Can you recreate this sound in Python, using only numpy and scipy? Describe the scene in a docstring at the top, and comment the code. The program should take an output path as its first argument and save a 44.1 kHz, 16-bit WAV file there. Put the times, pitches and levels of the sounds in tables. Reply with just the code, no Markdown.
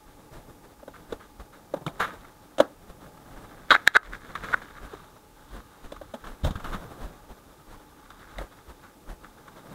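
"""Prising a lid off a cup

A thin plastic lid is prised off a small cup, close to a microphone in a quiet room.
Fingers knock and rub the lid: short damped modes over stick-slip noise exciting its resonances.
Its rim slips over the cup's bead in bursts of sharp snaps, each a swelling and dying set of tones,
and every shift of the hands sways the cup with a low bump and a rustle of filtered noise."""
import sys
import numpy as np
from scipy import signal
from scipy.fft import rfft, irfft, next_fast_len
from scipy.io import wavfile
from scipy.ndimage import map_coordinates

SR = 44100
rng = np.random.default_rng(int(sys.argv[2]) if len(sys.argv) > 2 else 0)


def wav_out(sig):
    """Save sig, one row per channel (or a flat mono array), as 16-bit PCM at SR to the path in sys.argv[1]."""
    wavfile.write(sys.argv[1], SR, np.round(np.clip(np.atleast_2d(sig).T, -1, 1) * 32767).astype(np.int16))


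N = 429534

# fingers sliding on the plastic, one continuous curve of effort written in four lists: # t/s, relative level of
# the lid's ring/dB, relative level of the dull skin rub/dB
RUBBING = [
    [(0.0, -60, -61), (0.39, -60, -50), (0.846, -64, -60), (1.004, -59, -52.5), (1.362, -62, -59.5),
     (1.786, -63, -52.5), (1.95, -57.5, -50)],
    [(2.15, -51.5, -46), (2.32, -60.5, -57.5), (3.22, -61.5, -51), (3.58, -55, -50), (3.88, -52, -51.5),
     (4.17, -54.5, -53.5), (4.5, -47, -46.5)],
    [(4.56, -49, -43.5), (4.792, -53, -59), (4.99, -52.5, -53.5), (5.206, -61.5, -59), (5.466, -57, -61.5),
     (6.28, -56.5, -59), (6.42, -55.5, -52.5)],
    [(6.8, -52.5, -45), (7.45, -60.5, -57), (7.99, -58.5, -59.5), (8.35, -52.5, -55.5), (9.04, -65, -59),
     (9.47, -57.5, -55.5), (9.74, -56.5, -47.5)],
]
# resonances of the seated lid: f/Hz, width/Hz, relative level/dB
SEATED_MODES = [(484, 105, -2.5), (930, 230, -1.5), (1143, 142, 6), (1249, 157, 5), (1556, 242, -1.5),
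                (3050, 650, -21), (3610, 370, -27), (6100, 2600, -28), (11000, 4400, -31.5)]
# resonances of the loosened lid: f/Hz, width/Hz, relative level/dB
LOOSE_MODES = [(1243, 230, 7.5), (1647, 210, 9.5), (2137, 300, 1.5)]
# upper resonances of the rim: f/Hz, width/Hz, relative level/dB
RIM_MODES = [(2885, 1100, -5), (3680, 530, 5.5), (7070, 1900, -11)]
# jumps of the rim over the bead, with a chatter of small slips before and after: t/s, relative level/dB,
# pitch f/Hz, rim overtone/dB, crack/dB, chatter/dB, run-up/s, run-out/s
RIM_SNAPS = [(3.7065, -4.5, 1480, -11.5, -35, -6.5, 0.0012, 0.0087), (3.7161, -1, 1330, -9, -34, -12, 0, 0),
             (3.7194, -3, 1398, -15.5, -36, -6.5, 0.00089, 0.0045),
             (3.7262, -4.5, 1280, -20, -36.5, -11, 0.0011, .0125),
             (3.752, -4.5, 1527, -23, -48, -7.5, .012, 0), (3.7629, -13, 1650, -30, -49, -13, .004, 0.0013),
             (3.8758, 1, 1700, -4, -10, -30, 0, 0), (3.9664, 4, 1499, -18.5, -15.5, -0.5, 0.017, 0.0027),
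             (4.5424, -7.5, 1450, -49, -52, -13.5, .015, .004)]
LIGHT_RUB_DB = -56  # ring level of a light touch, the zero of rubbing effort


def amp(db):
    """Level: decibels to an amplitude ratio."""
    return 10 ** (np.asarray(db) / 20)


def unit(x):
    """Normalisation: scale to rms 1."""
    return x / np.sqrt(np.mean(x ** 2) + 1e-20)


def along(points, hz):
    """Interpolation: read (f/Hz, value) points on a logarithmic frequency axis."""
    f, v = np.transpose(points)
    return np.interp(np.log(hz + 1), np.log(f), v)


def filtered(x, response):
    """Linear filtering: the spectrum of x times a complex response of frequency."""
    m = next_fast_len(len(x) + 8192)  # zero padding for the filter's tail
    spectrum = rfft(x, m) * response(np.fft.rfftfreq(m, 1 / SR))
    return irfft(spectrum, m)[:len(x)]


def coloured(x, spectrum):
    """Spectral shaping: x filtered by a smooth magnitude curve, at rms 1."""
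    return unit(filtered(x, lambda f: amp(along(spectrum, f))))


def resonate(x, modes):
    """Modal superposition: x through parallel resonances of alternating sign, at rms 1."""
    def response(f):
        total = 0
        for k, (centre, width, db) in enumerate(modes):
            damping = 1j * f * width
            total = total + (-1) ** k * amp(db) * damping / (centre * centre - f * f + damping)
        return total
    return unit(filtered(x, response))


def wobble(rate):
    """Slow random modulation: a smooth curve through random knots, rate of them a second."""
    knots = rng.standard_normal(int(N * rate / SR) + 4)
    return map_coordinates(knots, [np.arange(N) * rate / SR], order=2)


def friction(rate, spread_db, smooth):
    """Stick-slip: tiny impulses of scattered size, rate of them a second, on an even hiss."""
    slipping = rng.random(N) < rate / SR
    sizes = amp(spread_db * np.minimum(rng.standard_normal(N), 2))
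    grains = slipping * rng.choice([-1, 1], N) * sizes
    return unit(grains) + smooth * rng.standard_normal(N)


def swell(t, peak_s):
    """Critically damped response: an envelope that climbs to 1 at peak_s and dies away."""
    return t / peak_s * np.exp(1 - t / peak_s)


def add(track, s, sound):
    """Superposition: mix a sound into the track at time s."""
    part = track[int(s * SR):][:len(sound)]
    part += sound[:len(part)]


def room_tone():
    """Stationary noise: steady rumble and hiss, with a faint hum of narrow noise bands."""
    # background noise: f/Hz, relative level/dB
    background = [(15, -31.5), (25, -4.5), (49, 0), (148, -7.5), (297, -2.5), (552, -9), (722, -23.5),
                  (848, 1.5), (970, -16), (1200, -20), (2490, -20.5), (3630, -24.5), (4870, -22),
                  (14300, -24), (15500, -26.5)]
    # narrow bands of the hum: f/Hz, width/Hz, relative level/dB
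    hum_bands = [(296, 10.6, 8), (840, 38, -3), (1216, 45, -1.5)]
    noise = coloured(rng.standard_normal(N), background)
    hum = resonate(rng.standard_normal(N), hum_bands)
    return amp(-57.0) * noise + amp(-63) * hum


def tremor():
    """Amplitude modulation: unsteady hands rumble at random, and more as they work harder."""
    # rumble of the hold: f/Hz, relative level/dB
    rumble = [(15, -23.5), (30, 5.5), (60, -4), (110, -9.5), (250, -29.5), (1000, -72)]
    level_db, growth, swing_db = -59.5, 0.8, 5  # at a light touch; dB per dB of effort; random swing
    s, ring_db, _ = np.vstack(RUBBING).T
    effort_db = np.interp(np.arange(N) / SR, s, ring_db) - LIGHT_RUB_DB
    drive = amp(level_db + growth * effort_db + swing_db * wobble(rate=12))
    return drive * coloured(rng.standard_normal(N), rumble)


def lid_ring(seated, loose):
    """Boundary conditions: power blend of the seated lid's ring with the loosened one's."""
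    # how far the lid has come off its seat: t/s, share (0-1)
    freedom = [(3.6, 0.4), (3.9, 1), (4.6, 0.61), (5.099, 0.08), (8, .18), (8.3, 0.47), (8.7, 0.3)]
    free = np.interp(np.arange(N) / SR, *np.transpose(freedom)).clip(0, 1)
    return np.sqrt(1 - free) * seated + np.sqrt(free) * loose


def rubbing():
    """Friction-driven resonance: sliding and brief catches sound the lid, higher as it comes free."""
    # a fingertip briefly catching on the plastic: t/s, relative lid level/dB, swell/s
    catches = [(0.796, -55, .002), (.935, -50, .012), (.964, -47, 0.0019), (1.197, -49, .012),
               (1.397, -43, 0.0016), (1.526, -49.5, 0.012), (2.243, -48, 0.0045), (3.005, -57, 0.012),
               (3.17, -53.5, 0.006), (3.364, -50, 0.0063), (3.44, -51.5, .007), (4.03, -35, .002),
               (4.045, -41.5, .007), (4.124, -39.5, .008), (4.618, -42, 0.0026), (5.602, -45.5, 0.0017),
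               (5.963, -44, 0.0023), (6.269, -39, .003), (6.598, -42, .004), (8.103, -39, .002),
               (8.83, -51.5, .015), (9.235, -48, 0.0065), (9.478, -48, 0.0046)]
    # dull rub of the skin: f/Hz, relative level/dB
    skin_colour = [(60, -6), (150, -1), (300, -5.5), (550, -6.5), (800, -9.5), (1200, -16.5), (3000, -34)]
    lid_db, lid_growth = -57, 1.45  # at a light touch; dB per dB of effort
    rim_db, rim_growth = -67, 1
    t = np.arange(N) / SR
    s, *columns = np.vstack(RUBBING).T
    ring_db, skin_db = [np.interp(t, s, c) for c in columns]
    effort_db = ring_db - LIGHT_RUB_DB
    grip = amp(2.45 * wobble(rate=36))
    lid_drive = grip * amp(lid_db + lid_growth * effort_db)
    rim_drive = grip * amp(rim_db + rim_growth * effort_db)
    for s, db, rise in catches:
        catch = swell(t[:SR // 8], rise)
        add(lid_drive, s, amp(db) * catch)
        add(rim_drive, s, amp(db - 18) * catch)
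    seated = resonate(friction(rate=1400, spread_db=-0.5, smooth=0.66), SEATED_MODES)
    loose = resonate(friction(rate=310, spread_db=8.0, smooth=0.55), LOOSE_MODES)
    lid = lid_ring(seated, loose)
    rim = resonate(friction(rate=900, spread_db=5.5, smooth=1), RIM_MODES)
    skin = coloured(rng.standard_normal(N), skin_colour)
    return lid_drive * lid + rim_drive * rim + grip * amp(skin_db - 1) * skin


def hands():
    """Forced oscillation: each shift of the grip sways the cup briefly while skin rustles on it."""
    # shifts of the hands: t/s, half length (standard deviation)/s, relative bump level/dB
    bumps = [(0.36, 0.027, -48), (0.65, .013, -54), (1.125, 0.03, -48), (1.409, 0.012, -43.5),
             (2.905, 0.008, -46), (3.389, 0.059, -51.5), (4.109, 0.039, -46.5), (4.844, 0.027, -43),
             (5.558, 0.031, -41), (5.854, 0.013, -41.5), (6.293, 0.039, -43), (6.466, 0.017, -24),
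             (6.707, 0.054, -38.5), (7.038, 0.027, -38), (7.315, .015, -48), (7.732, 0.035, -47.5),
             (8.408, 0.027, -37.5), (8.703, 0.014, -43.5), (9.108, 0.022, -39)]
    # rustle of the skin: f/Hz, relative level/dB
    rustle_colour = [(40, 8), (130, -2.5), (300, -2.5), (650, -7), (1200, -9.5), (1700, -13), (2300, -22),
                     (3700, -23.5), (5000, -29), (9000, -30.5), (15500, -35)]
    sway_hz, sway_db = 39.3, 5  # mean pitch of the held cup; gain
    rustle_db, rustle_growth = -20.5, 0.5  # at a 0 dB bump; dB per dB of bump
    sway, rustle = np.zeros((2, N))
    t = np.arange(-SR // 6, SR // 6) / SR
    for s, half, db in bumps:
        push = np.exp(-(t / half) ** 2 / 2)
        hz = sway_hz * (1 + 0.24 * rng.normal())
        swing = np.cos(2 * np.pi * hz * t + rng.uniform(-np.pi, np.pi))
        add(sway, s + t[0], amp(db + sway_db) * push * swing)
        add(rustle, s + t[0], amp(rustle_db + rustle_growth * db) * push)
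    return sway + rustle * coloured(friction(rate=2500, spread_db=2.5, smooth=0.6), rustle_colour)


def knocks():
    """Damped flexural modes: the lid's skin pops, its rim ticks, and the cup thuds and shivers on."""
    # the lid's skin flexing under a finger, or at low pitch the cup's body thudding: t/s, relative level/dB,
    # pitch f/Hz, relative rim tick/dB
    hits = [(0.828, -38, 560, -70), (0.8775, -31.5, 548, -50.5), (1.1228, -23, 478, -36.5),
            (1.7375, -18.5, 564, -42), (1.762, -36, 176, -54), (1.809, -39.5, 145, -65),
            (1.863, -25, 156, -40.5), (1.8639, -25.5, 1310, -32), (1.879, -32, 2270, -50),
            (1.886, -49, 165, -51), (2.582, -24, 584, -28.5), (2.5912, -24.5, 566, -36.5),
            (2.6006, -3.5, 583, -19.5), (4.933, -32.5, 414, -53), (5.9196, -28.5, 560, -38.5),
            (6.013, -31.5, 579, -53), (6.1372, -28.5, 617, -41.5), (6.141, -33.5, 236, -45),
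            (6.446, -26.5, 555, -31.5), (6.466, -24, 177, -42), (8.3832, -31.5, 2010, -35),
            (8.386, -28.5, 700, -51), (8.412, -31, 560, -49)]
    rise_s, rise_hz, slowing = 0.0041, 542, 0.64  # swell at this pitch; lower flexes swell more slowly
    cup_hz, cup_db = 290, -14  # the cup's thud, against the knock
    contact_db, contact_growth = -28, 0.57  # finger scuff at a 0 dB knock; dB per dB of knock
    out, t = np.zeros(N), np.arange(SR // 4) / SR
    tick = resonate(rng.standard_normal(N), [
        (1400, 240, 2), (3230, 460, 2.5), (3754, 240, 5.5), (6830, 1800, -11.5), (10800, 1500, -19)])
    shiver = coloured(rng.standard_normal(N), [
        (80, -26), (200, -6.5), (320, -2.0), (520, -2.0), (950, -7.5), (1600, -10.0),
        (2200, -30), (3800, -31.0), (8000, -43.0)])
    scuff = coloured(rng.standard_normal(N), [
        (70, -40), (170, -9), (380, -5), (850, 7.5), (1500, -17), (2200, -23), (5000, -28)])
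    for s, db, hz, tick_db in hits:
        rise = rise_s * (rise_hz / hz) ** slowing
        here = slice(int(s * SR), int(s * SR) + len(t))
        flex = t / rise * np.exp((1 - (t / rise) ** 2) / 2)  # the finger stops the swing early
        skin = (np.sin(2 * np.pi * hz * t) + amp(-14) * shiver[here]) * flex
        cup = amp(cup_db) * np.sin(2 * np.pi * cup_hz * t) * swell(t, rise * 1.2)
        tail = amp(-20.5) * shiver[here] * np.minimum(t / rise, 1) * amp(-60 * t / 0.17)
        contact = amp(contact_db + contact_growth * db) * scuff[here] * swell(t, rise * 1.3)
        rim = amp(tick_db - 5.5) * tick[here] * swell(t, rise * 0.73)
        add(out, s, amp(db) * (skin + cup + tail) + contact + rim)
    return out


def walls(x):
    """Reverberation: convolution with a decaying noise tail, duller as it fades."""
    # decay of the room: f/Hz, t60/s
    decay = [(200, 0.44), (1200, 0.154), (4000, 0.096), (12000, 0.083)]
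    hz, t, z = signal.stft(rng.standard_normal(SR // 2), SR, nperseg=256)
    faded = z * amp(-60 * t / along(decay, hz)[:, None])
    tail = signal.istft(faded, SR, nperseg=256)[1]
    return signal.fftconvolve(x, unit(tail) / np.sqrt(len(tail)))[:N]


def scrapes():
    """Stick-slip excitation: the rim judders along the cup in strokes that rise fast and decay."""
    # the rim dragging along the cup: t/s, relative lid level/dB, rise/s, t60/s, relative dull thud/dB
    strokes = [(1.993, -21, 0.013, 0.24, -39), (3.704, -25, .006, 0.25, -40),
               (4.3511, -30, 0.0028, .07, -42), (4.434, -31.5, .004, 0.13, -39.5),
               (6.239, -42, 0.0044, 0.26, -46), (6.432, -39, 0.018, 0.15, -19.5),
               (6.505, -44, 0.004, 0.087, -29), (6.554, -38.5, .003, 0.097, -32.5),
               (6.641, -33, .003, .16, -37.5), (6.717, -32.5, 0.028, 0.11, -32.5),
               (8.382, -41, .004, .12, -53)]
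    # long-ringing modes of the cup wall: f/Hz, width/Hz, relative level/dB
    wall_modes = [(1274, 35, 0), (1150, 33, -9)]
    t = np.arange(SR // 2) / SR
    drag, thud = np.zeros((2, N))
    for s, db, rise, t60, thud_db in strokes:
        stroke = np.minimum(t / rise, 1) * amp(-60 * np.maximum(t - rise, 0) / t60)
        add(drag, s, amp(db) * stroke)
        add(thud, s, amp(thud_db) * stroke)
    edge = amp(-15.5) * drag + amp(-22) * thud  # both sound the rim
    judder = friction(rate=1800, spread_db=0.5, smooth=0.34)
    dull = coloured(rng.standard_normal(N), [
        (30, -2.0), (80, 7.5), (135, -4), (195, 4.5), (350, -21), (600, -16.5),
        (1200, -32.5), (4000, -46.0)])
    wall = resonate(rng.standard_normal(N), wall_modes)
    seated = resonate(judder, SEATED_MODES) + amp(-10.5) * wall
    loose = resonate(friction(rate=380, spread_db=2, smooth=0.35), LOOSE_MODES)
    return drag * lid_ring(seated, loose) + edge * resonate(judder, RIM_MODES) + thud * dull


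def creep():
    """Accelerating slip: just before each snap the strained rim creaks, swelling into the jump."""
    growth_s, level_db, rim_db = 0.0039, -27, -5.5  # shortest growth time; level against snap; overtones
    drive, t = np.zeros(N), np.arange(-SR // 16, SR // 16) / SR
    for s, db, *_, run_up, run_out in RIM_SNAPS:
        growth = np.exp(-np.abs(t) / (growth_s + run_up / 2))
        release = 1 / (1 + np.exp(t / 0.0031))
        add(drive, s + t[0], amp(db + level_db) * growth * release)
    grains = friction(rate=1200, spread_db=9, smooth=0.6)
    return drive * (resonate(grains, LOOSE_MODES) + amp(rim_db) * resonate(grains, RIM_MODES))


def slips():
    """Relaxation oscillation: each snap and its fading chatter, as (s, dB, pitch Hz, rim dB, crack dB)."""
    gap_s, jitter = 0.0026, 0.11  # time between small slips; its scatter as a share of the gap
    fade_db, scatter_db, detuning = 9.5, 0.5, 0.043  # loss by the end of a run; scatter of size and pitch
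    small_rim_db, small_crack_db = 2, -15  # a small slip's overtone and crack, against the snap's overtone
    steps = np.arange(-8, 9)
    chance = rng.standard_normal((len(RIM_SNAPS), len(steps), 3))
    for snap, draws in zip(RIM_SNAPS, chance):
        s, db, hz, rim_db, crack_db, chatter_db, run_up, run_out = snap
        yield s, db, hz, rim_db, crack_db
        for k, (late, size, detune) in zip(steps, draws):
            run = run_up if k < 0 else run_out
            away = abs(k) * gap_s / max(run, 1e-9)  # 1 at the end of the run
            if 0 < away < 1:
                fade = scatter_db * size - fade_db * away
                yield (s + (k + jitter * late) * gap_s, chatter_db + fade, hz * (1 + detuning * detune),
                       rim_db + small_rim_db + fade / 2, rim_db + small_crack_db + fade / 2)


def snaps():
    """Impulsive modal excitation: each slip over the bead kicks lid, rim and longer-ringing cup wall."""
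    wall_hz, coupling_hz = 1268, 110  # the wall rings less the further a slip's pitch lies from its own
    out, t = np.zeros(N), np.arange(SR // 6) / SR
    hiss = coloured(rng.standard_normal(N), [
        (300, -15.0), (2500, 6.5), (5400, -1), (7200, 1), (8300, -11), (11500, -7), (15500, -27)])
    shell = coloured(rng.standard_normal(N), [
        (150, -38.5), (320, -4), (520, 6.5), (900, 5.5), (1300, -11), (2100, 3.0),
        (2700, -29), (6000, -34.5)])
    for s, db, hz, rim_db, crack_db in slips():
        here = slice(int(s * SR), int(s * SR) + len(t))
        lid = amp(db) * np.cos(2 * np.pi * hz * t) * swell(t, 0.00084)
        upper = amp(db - 18) * np.sin(2 * np.pi * 1.3 * hz * t) * swell(t, 0.0008)  # the lid's second mode
        flex = amp(db - 13.5) * shell[here] * swell(t, 0.00063)  # the shell's many damped modes
        bend = 2 * np.pi * t * (1 + 0.018 * rng.normal())  # the rim's tension differs from slip to slip
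        high = np.sin(3760 * bend) * swell(t, 0.00075)
        low = amp(-0.5) * np.sin(3380 * bend) * swell(t, 0.00054)
        rim = amp(rim_db - 3.5) * (high + low)
        crack = amp(crack_db + 2.5) * hiss[here] * swell(t, 0.00038)
        coupling = 1 / np.hypot(1, (hz - wall_hz) / coupling_hz)
        wall = amp(db - 23.5) * coupling * np.sin(2 * np.pi * wall_hz * t) * amp(-60 * t / 0.12)
        add(out, s - 0.0003, lid + upper + flex + rim + crack + wall)
    return out


def scene():
    """Superposition: lid, hands and room summed at one microphone."""
    snap, knock = snaps(), knocks()
    echo = walls(amp(-26.0) * snap + amp(-29.5) * knock)
    handling = tremor() + rubbing() + hands()
    return (room_tone() + handling + knock + echo + scrapes() + creep() + snap)[None]


def record(dry):
    """Gain reduction: loud peaks duck the gain, which then recovers; the rest clips, then is band-limited."""
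    x, t = dry[0], np.arange(N) / SR
    level_db = 20 * np.log10(np.abs(x) + 1e-9)
    over_db = np.clip(0.96 * (level_db + 3), 0, 9)  # threshold -3 dB, at most 9 dB of ducking
    recovery = 55 * t  # dB, at 55 dB a second
    held_db = np.maximum.accumulate(over_db + recovery) - recovery
    pole = np.exp(-1 / (0.032 * SR))  # smoothing over 32 ms
    duck_db = signal.lfilter([1 - pole], [1, -pole], held_db)
    clipped = np.clip(x * amp(-duck_db), -1, 1)
    return filtered(clipped, lambda hz: hz < 15750)[None]


dry = scene()
out = record(dry)
wav_out(out)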